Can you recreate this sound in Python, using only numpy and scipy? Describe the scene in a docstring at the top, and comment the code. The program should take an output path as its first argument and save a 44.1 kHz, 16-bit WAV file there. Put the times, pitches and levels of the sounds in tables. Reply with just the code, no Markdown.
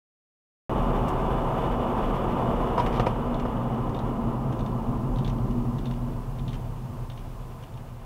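"""Tyre roar, body boom and a falling engine note cut in abruptly, inside a car already at speed.
It coasts, then slows for a red light: the roar fades, the hiss at the seals dies away, and the road
drives the body, the cabin air and the air in the tyres, each hardest at its own speed.
The wheels thud over a rough patch and rattle the trim; then a small loose piece swings
and ticks against plastic in little clusters."""
import sys
import numpy as np
from scipy import signal
from scipy.fft import rfft, irfft, next_fast_len
from scipy.io import wavfile
from scipy.ndimage import uniform_filter1d

SR = 44100
rng = np.random.default_rng(int(sys.argv[2]) if len(sys.argv) > 2 else 0)


def file_out(sig):
    """Save sig as 16-bit WAV at sys.argv[1]."""
    # one column per channel
    cols = np.atleast_2d(sig).T
    # limit, then scale
    lim = np.clip(cols, -1, 1)
    pcm = np.round(lim * 32767).astype(np.int16)
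    wavfile.write(sys.argv[1], SR, pcm)


N = 355005
T = np.arange(N) / SR

# Tyre roar at high and low speed, air at the seals: freq_hz, density_db
FAST_ROAR_SPECTRUM = [(30, 6), (85, -2), (180, 2), (300, -2.5), (500, -3.5), (1000, -6.5), (1280, -7.5),
                      (1500, -23.5), (1900, -37), (3000, -36), (4200, -66), (9000, -51)]
SLOW_ROAR_SPECTRUM = [(30, 6), (55, 3), (85, 5), (180, 6), (300, -1), (500, -3), (1000, -5.5), (1280, -8),
                      (1500, -18.5), (1900, -24), (3000, -31), (4200, -46), (9000, -70)]
SEAL_SPECTRUM = [(500, -8.5), (1500, 9), (2000, 3), (2600, 2), (3000, -1), (3500, -2), (3900, -12.5),
                 (5000, -16), (8000, -21), (15000, -20.5)]
# Cabin resonances, tread whine, seal sizzle: centre_hz, width_hz, lift_db
CABIN_PEAKS = [(379, 76, 3.5), (470, 18, 4.5), (532, 38, 5), (660, 29, 6), (757, 86, 4.5), (894, 57, 6),
               (1012, 61, 6.5), (1172, 38, 4), (1256, 45, -0.5), (2925, 230, 5.5), (3490, 170, 3)]
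TREAD_PEAKS = [(1040, 85, 2.5)]
SEAL_PEAKS = [(2930, 140, 3)]

def tyres_and_seals(grain_db=0.5, flutter_db=1.23, draught_db=-61):
    """Tyres roar and air hisses at the seals; both fall with speed and flutter with the road's grain."""
    halvings, smooth = speed_halvings(), smoothness()
    roar_db = -28 - 10.5 * halvings - 3.5 * smooth
    rush_db = -46 - 34.5 * halvings - 3 * smooth
    slow_share = np.clip((-27 - roar_db) / 16, 0, 1)  # quieter roar, slower car
    fast = noise(FAST_ROAR_SPECTRUM, CABIN_PEAKS) * gain_of(1)
    slow = noise(SLOW_ROAR_SPECTRUM, CABIN_PEAKS + TREAD_PEAKS) * gain_of(2)
    roar = np.sqrt(1 - slow_share) * fast + np.sqrt(slow_share) * slow
    rush = noise(SEAL_SPECTRUM, CABIN_PEAKS + SEAL_PEAKS) * gain_of(rush_db)
    draught = noise(SEAL_SPECTRUM, CABIN_PEAKS) * gain_of(draught_db)
    hiss = (rush + draught) * gain_of(flutter_db * noise([(2, -1.8), (20, -1.2)]))
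    grain = gain_of(grain_db * noise([(3, 7), (30, -5), (90, -42)]))
    return grain * (roar * gain_of(roar_db) + hiss)


# Body shudder, cabin boom, tyre cavity ring, low drone: freq_hz, density_db
SHUDDER_SPECTRUM = [(8, -37), (20, -2), (32, 2), (44, 7.5), (54, -6.5), (70, -12), (120, -43)]
BOOM_SPECTRUM = [(55, -30), (76, -19), (95, -12.5), (112, -4), (124, -1), (138, -3), (160, -10.5),
                 (220, -17.5)]
CAVITY_SPECTRUM = [(150, -32), (205, -5), (225, -7), (245, 0), (262, -4.5), (295, -10.5), (370, -11),
                   (450, -16.5), (600, -63)]
DRONE_SPECTRUM = [(62, -20), (78, -4.5), (92, -3), (112, 1), (132, -18)]
# Side resonances of boom and tyre ring: centre_hz, width_hz, lift_db
BOOM_PEAKS = [(115.4, 5, -1.5), (134.7, 5.3, 5.5)]
CAVITY_PEAKS = [(224.8, 8.8, 12)]
# Brief swells and dips in the low shudder, boom and tyre ring:
# centre_s, shudder_lift_db, boom_lift_db, cavity_lift_db
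LOW_SWELLS = [(.95, 1.5, 4.5, 3.5), (1.87, -1, -2, 3), (2.5, -1.5, 3.5, 5), (3.32, 3, -1, 5),
              (3.72, -5, 3.5, 2.5), (4.26, -1, 0.5, 4.5), (4.5, -3, 3.5, 1), (4.95, 4.5, -0.5, 3),
              (5.22, 2, 1.5, 0), (5.56, 5.5, -0.5, 5.5), (5.82, 2, -0.5, 3.5), (6.09, 4, 0.5, 6),
              (6.48, 1, 4, 4.5), (6.93, 1, 4, 5.5), (7.3, 4, -1.5, 0.5), (7.85, -8, 3.5, 5)]

def low_resonances(wander_db=0.98, swell_half_width_s=0.13):
    """The road drives the sprung body, cabin air and air in the tyres; a drone joins at low speed."""
    wander = gain_of(wander_db * noise([(1, 9), (6, -15)]))
    centre_s, *lifts_db = np.transpose(LOW_SWELLS)
    swell_shapes = np.exp(-((T[:, None] - centre_s) / swell_half_width_s) ** 2)
    shudder_db, boom_db, cavity_db = (swell_shapes @ lift_db for lift_db in lifts_db)
    shudder_db -= 3 * smoothness()
    shudder = steadied(noise(SHUDDER_SPECTRUM), size=12000)
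    shudder *= gain_of(shudder_db + drive_db(top_db=-32, best_speed=0.95, loss_db=4.6))
    boom = steadied(noise(BOOM_SPECTRUM, BOOM_PEAKS) + hum(122.5, -1.7), size=6000)
    boom *= gain_of(boom_db + drive_db(top_db=-30.5, best_speed=0.64, loss_db=14.4))
    cavity_hum = hum(241, -5.5) * gain_of(1.3 * cavity_db)  # pitch clears as the ring swells
    cavity = steadied(noise(CAVITY_SPECTRUM, CAVITY_PEAKS) + cavity_hum, size=6000)
    cavity *= gain_of(cavity_db + drive_db(top_db=-34, best_speed=0.75, loss_db=16))
    drone = noise(DRONE_SPECTRUM) * gain_of(drive_db(top_db=-42.5, best_speed=0.41, loss_db=42))
    return wander * (shudder + boom + cavity + drone)


def drive_db(top_db, best_speed, loss_db):
    """Resonance level: peaks at best_speed (cruise = 1), down by loss_db at half or double that."""
    return top_db - loss_db * (speed_halvings() + np.log2(best_speed)) ** 2


def hum(pitch_hz, relative_db, waver_hz=2.467, throb_db=3):
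    """Near-pure core of a resonance; throbs and wavers in pitch."""
    hz = pitch_hz + waver_hz * noise([(1, 0), (5, -1.5), (15, -13.5)])
    phase = 2 * np.pi * np.cumsum(hz) / SR
    throb = gain_of(throb_db * noise([(4, 3), (9, 0), (20, -16)]))
    return gain_of(relative_db) * unit_rms(np.sin(phase) * throb)


# Engine firing rate: time_s, rate_hz
FIRING_RATE = [(.7, 63.5), (2.7, 60.5), (3.6, 50.94), (4.1, 46.9), (4.95, 43.74), (5.6, 35.93),
               (8.05, 29.38)]

def engine(resonant_db=-31.5, waver_db=3.0, body_hz=41.8, half_width_hz=3.8):
    """The firing note sinks towards idle and swells as it passes the body's resonance."""
    firing_hz = follow(FIRING_RATE)
    phase = 2 * np.pi * np.cumsum(firing_hz) / SR
    note = np.sin(phase) + gain_of(-17) * np.sin(2 * phase) + gain_of(-14) * np.sin(4 * phase)
    response = 1 / np.hypot(1, (firing_hz - body_hz) / half_width_hz)
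    return unit_rms(note) * response * gain_of(resonant_db + waver_db * noise([(1, 25), (8, -21)]))


# Rough patch, later a seam: start_s, thud_db, trim_db, rattle_db, piece_db, plastic_db
WHEEL_BLOWS = [(2.779, -19, -15, -35, -52, -42), (2.792, -32, -16, -47, -56, -47),
               (2.799, -23, -18, -35.5, -44, -47), (2.863, -27, -35, -34.5, -47, -42),
               (2.927, -34, -37, -42, -58, -46), (2.997, -10, -30, -34.5, -40.5, -39),
               (3.062, -31, -34, -38, -54, -46), (3.067, -15, -17, -36, -48, -42),
               (3.453, -19.5, -27, -50, -66, -58), (5.651, -29.5, -50, -55, -68, -66)]
# Suspension and trim panel modes: pitch_hz, level_db, t60_s
SUSPENSION_MODES = [(123, -4, 0.088), (354, -10, 0.06), (503, 0, 0.03), (722, -3.5, 0.04),
                    (1224, -7.5, 0.039), (1350, -16, 0.027), (1840, -21, .03)]
TRIM_MODES = [(961, -1, 0.069), (2820, -26, 0.04), (5060, -27, 0.028)]
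# Trim rattle: freq_hz, density_db
RATTLE_SPECTRUM = [(600, -9), (1500, 4), (2400, 2.5), (3200, -9), (4000, -14), (5000, -11), (6000, -14),
                   (7000, -20), (11000, -22.5), (16000, -35)]

def bumps(rattle_t60_s=0.088, rise_s=0.001, chatter_from_s=2.938, chatter_to_s=2.975, knocks=4):
    """Blows thud through the suspension, shake the trim and jolt the loose piece; chatter between."""
    out, t = np.zeros(N), np.arange(6000) / SR
    attack = 1 - np.exp(-t / rise_s)
    slot_s = (chatter_to_s - chatter_from_s) / knocks
    knock_times_s = chatter_from_s + slot_s * (np.arange(knocks) + rng.random(knocks))
    chatter = [(start_s, -41, -43, -43, -51, -51) for start_s in knock_times_s]
    for start_s, thud_db, trim_db, rattle_db, piece_db, plastic_db in list(WHEEL_BLOWS) + chatter:
        thud = gain_of(thud_db) * struck(SUSPENSION_MODES, t)
        trim = gain_of(trim_db) * struck(TRIM_MODES, t)
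        rattle = noise(RATTLE_SPECTRUM, size=len(t)) * gain_of(rattle_db - 60 * t / rattle_t60_s)
        add(out, start_s, attack * (thud + trim + rattle))
        add(out, start_s, contact(piece_db, plastic_db))
    return out


def struck(modes, t):
    """A blow rings decaying modes at random phases."""
    pitch_hz, level_db, t60_s = np.transpose(modes)[:, :, None]
    phase = 2 * np.pi * (pitch_hz * t + rng.random(pitch_hz.shape))
    return (gain_of(level_db - 60 * t / t60_s) * np.sin(phase)).sum(0)


# Loose piece, one cluster per swing, about 0.63 s apart: start_s, piece_db, plastic_db, crack_db
SWING_TICKS = [(3.344, -46.5, -58, -50), (3.398, -56, -46, -42), (3.893, -62, -62, -47),
               (3.946, -48.5, -52, -51), (3.967, -52, -58, -56), (3.990, -48, -56, -46),
               (4.525, -57, -57, -46), (4.592, -54, -53, -46), (4.608, -50.5, -58, -51),
               (4.662, -53, -56, -48), (5.16, -51, -62, -52), (5.172, -60, -64, -52),
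               (5.186, -49, -49, -46), (5.247, -42.5, -50, -47), (5.253, -53, -51, -51),
               (5.263, -50, -60, -56), (5.277, -47, -54, -41), (5.297, -57, -53, -42),
               (5.384, -66, -56, -56), (5.509, -64, -55, -52), (5.784, -54, -58, -48),
               (5.79, -53, -58, -56), (5.857, -47, -48, -48), (5.869, -50, -64, -55),
               (5.911, -51, -53, -46), (5.937, -59, -54, -53), (6.387, -56, -56, -57),
               (6.395, -52, -54, -55), (6.480, -45.5, -54, -48), (6.487, -66, -52, -61),
               (6.494, -50, -60, -55), (6.507, -56, -59, -58), (6.531, -50, -56, -43),
               (6.541, -62, -50, -45), (6.553, -62, -55, -47), (7.100, -48.5, -50, -51),
               (7.119, -57, -59, -58), (7.176, -58, -51, -50), (7.191, -64, -56, -55),
               (7.626, -59, -65, -53), (7.636, -62, -50.5, -50), (7.740, -58, -64, -60),
               (7.774, -60, -57, -52)]
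# Dry crack of a contact: freq_hz, density_db
CRACK_SPECTRUM = [(1000, 5), (2000, -2.5), (2700, -2), (3700, -10), (4500, -12.5), (6000, -7.5),
                  (7200, -18), (12000, -23)]

def loose_piece(crack_t60_s=0.032, tail_db=-17, tail_t60_s=0.19, rise_s=0.00073):
    """Each tick of the swinging piece is a ring and a dry crack with a faint cabin tail."""
    out, t = np.zeros(N), np.arange(4000) / SR
    decay = gain_of(-60 * t / crack_t60_s) + gain_of(tail_db - 60 * t / tail_t60_s)
    envelope = decay * (1 - np.exp(-t / rise_s))
    for start_s, piece_db, plastic_db, crack_db in SWING_TICKS:
        add(out, start_s, contact(piece_db, plastic_db))
        add(out, start_s, gain_of(crack_db) * noise(CRACK_SPECTRUM, size=len(t)) * envelope)
    return out


# Modes of the loose piece and the plastic it hits: pitch_hz, relative_db, t60_s
PIECE_MODES = [(3410, -3, 0.016), (3550, 2, 0.021), (3740, -2, 0.016), (3880, -6, 0.01), (4160, -4.5, .011),
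               (4900, -18, .012), (5270, -20, .012), (6100, -15, .012)]
PLASTIC_MODES = [(1870, -5, .02), (2460, -1, 0.02), (2870, 0, 0.029), (3116, 2, 0.025)]

def contact(piece_db, plastic_db):
    """Piece hits plastic: a bright click from one, a duller knock from the other."""
    return gain_of(piece_db) * tick_ring(PIECE_MODES) + gain_of(plastic_db) * tick_ring(PLASTIC_MODES)


def tick_ring(modes, spread_db=2.5, detune=0.0099, rise_s=0.0003, echo_db=-32, echo_t60_s=0.15):
    """A small hard part rings, hit on a new spot each time; nearby surfaces scatter the sound."""
    t = np.arange(4000) / SR
    pitch_hz, relative_db, t60_s = np.transpose(modes)[:, :, None]
    spot, shift = rng.standard_normal((2, len(pitch_hz), 1))
    decay = gain_of(relative_db + spread_db * spot - 60 * t / t60_s)
    ring = (decay * np.sin(2 * np.pi * pitch_hz * (1 + detune * shift) * t)).sum(0)
    ring *= 1 - np.exp(-t / rise_s)
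    reflections = rng.standard_normal(len(t)) * gain_of(echo_db - 60 * t / echo_t60_s)
    ring += signal.fftconvolve(ring, reflections)[:len(t)]
    return ring / np.std(ring[:220])  # unit level over the first 5 ms


# Brushing touch: start_s, level_db
BRUSH_TOUCHES = [(1.081, -47)]
# Its hiss: freq_hz, density_db
BRUSH_SPECTRUM = [(2500, -12), (4000, -1), (8500, 2), (12000, -5), (16000, -8)]

def brush(t60_s=0.1, rise_s=0.002):
    """A soft, hissy touch near the microphone."""
    out, t = np.zeros(N), np.arange(4000) / SR
    for start_s, level_db in BRUSH_TOUCHES:
        envelope = gain_of(level_db - 60 * t / t60_s) * (1 - np.exp(-t / rise_s))
        add(out, start_s, noise(BRUSH_SPECTRUM, size=len(t)) * envelope)
    return out


# Coasting, then braking: time_s, speed_ratio (cruise = 1)
CAR_SPEED = [(.7, 0.99), (2.7, 1), (3.7, 0.92), (5.05, 0.69), (5.7, 0.56), (6.3, 0.44), (7.2, 0.37),
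             (8.05, .3)]

def speed_halvings():
    """Octaves of speed below cruise."""
    return -np.log2(follow(CAR_SPEED))


def smoothness(from_s=3.07, over_s=0.052):
    """0 on coarse asphalt, 1 on the smooth asphalt past the rough patch."""
    return np.clip((T - from_s) / over_s, 0, 1)


def noise(spectrum, peaks=(), size=N):
    """Unit-rms noise: smooth spectrum plus resonant peaks."""
    length = next_fast_len(size)
    bin_hz = np.fft.rfftfreq(length, 1 / SR)
    freq_hz, density_db = np.transpose(spectrum)
    shape_db = np.interp(np.log(bin_hz + 1), np.log(freq_hz), density_db, left=-100, right=-100)
    for centre_hz, width_hz, lift_db in peaks:
        shape_db += lift_db / (1 + (2 * (bin_hz - centre_hz) / width_hz) ** 2)
    white = rfft(rng.standard_normal(length))
    return unit_rms(irfft(white * gain_of(shape_db), length)[:size])


def steadied(x, size):
    """Levels the slow swells of a narrow noise; quick flutter stays."""
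    power = uniform_filter1d(uniform_filter1d(x ** 2, size), size)
    return x / np.sqrt(abs(power) + 1e-9)


def gain_of(db):
    """Decibels to gain."""
    return 10 ** (np.asarray(db) / 20)


def unit_rms(x):
    """Scales to rms 1."""
    return x / np.sqrt(np.mean(x ** 2) + 1e-20)


def follow(rows):
    """Interpolates (time_s, value) rows at every sample."""
    return np.interp(T, *np.transpose(rows))


def add(mix, start_s, sound):
    """Mixes a sound in at start_s."""
    part = mix[round(start_s * SR):][:len(sound)]
    part += sound[:len(part)]


def scene():
    """Everything heard at the windscreen, mono."""
    return (tyres_and_seals() + low_resonances() + engine() + bumps() + loose_piece() + brush())[None]


# Microphone hiss: freq_hz, density_db
MIC_HISS_SPECTRUM = [(100, 2), (3000, 4), (5000, 2.1), (7000, 0.3), (10000, -0.5), (14000, -1),
                     (14800, 0.18), (16000, 0)]
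# Its drift: time_s, level_db
MIC_HISS_LEVEL = [(.7, -62), (3.7, -63), (5.3, -60.5), (7.4, -60.5), (8.05, -63.5)]

def record(dry, start_s=0.695, rise_s=0.0003, ceiling=0.3, cutoff_hz=15750):
    """Microphone hiss, abrupt start, squashed peaks, band limit."""
    hiss = gain_of(follow(MIC_HISS_LEVEL)) * noise(MIC_HISS_SPECTRUM)
    gated = (dry + hiss) * np.clip((T - start_s) / rise_s, 0, 1)
    squashed = gated / (1 + (gated / ceiling) ** 10) ** (1 / 10)
    lowpass = signal.firwin(511, cutoff_hz, window=("kaiser", 9), fs=SR)
    return signal.oaconvolve(squashed, lowpass[None], "same")


dry = scene()
out = record(dry)
file_out(out)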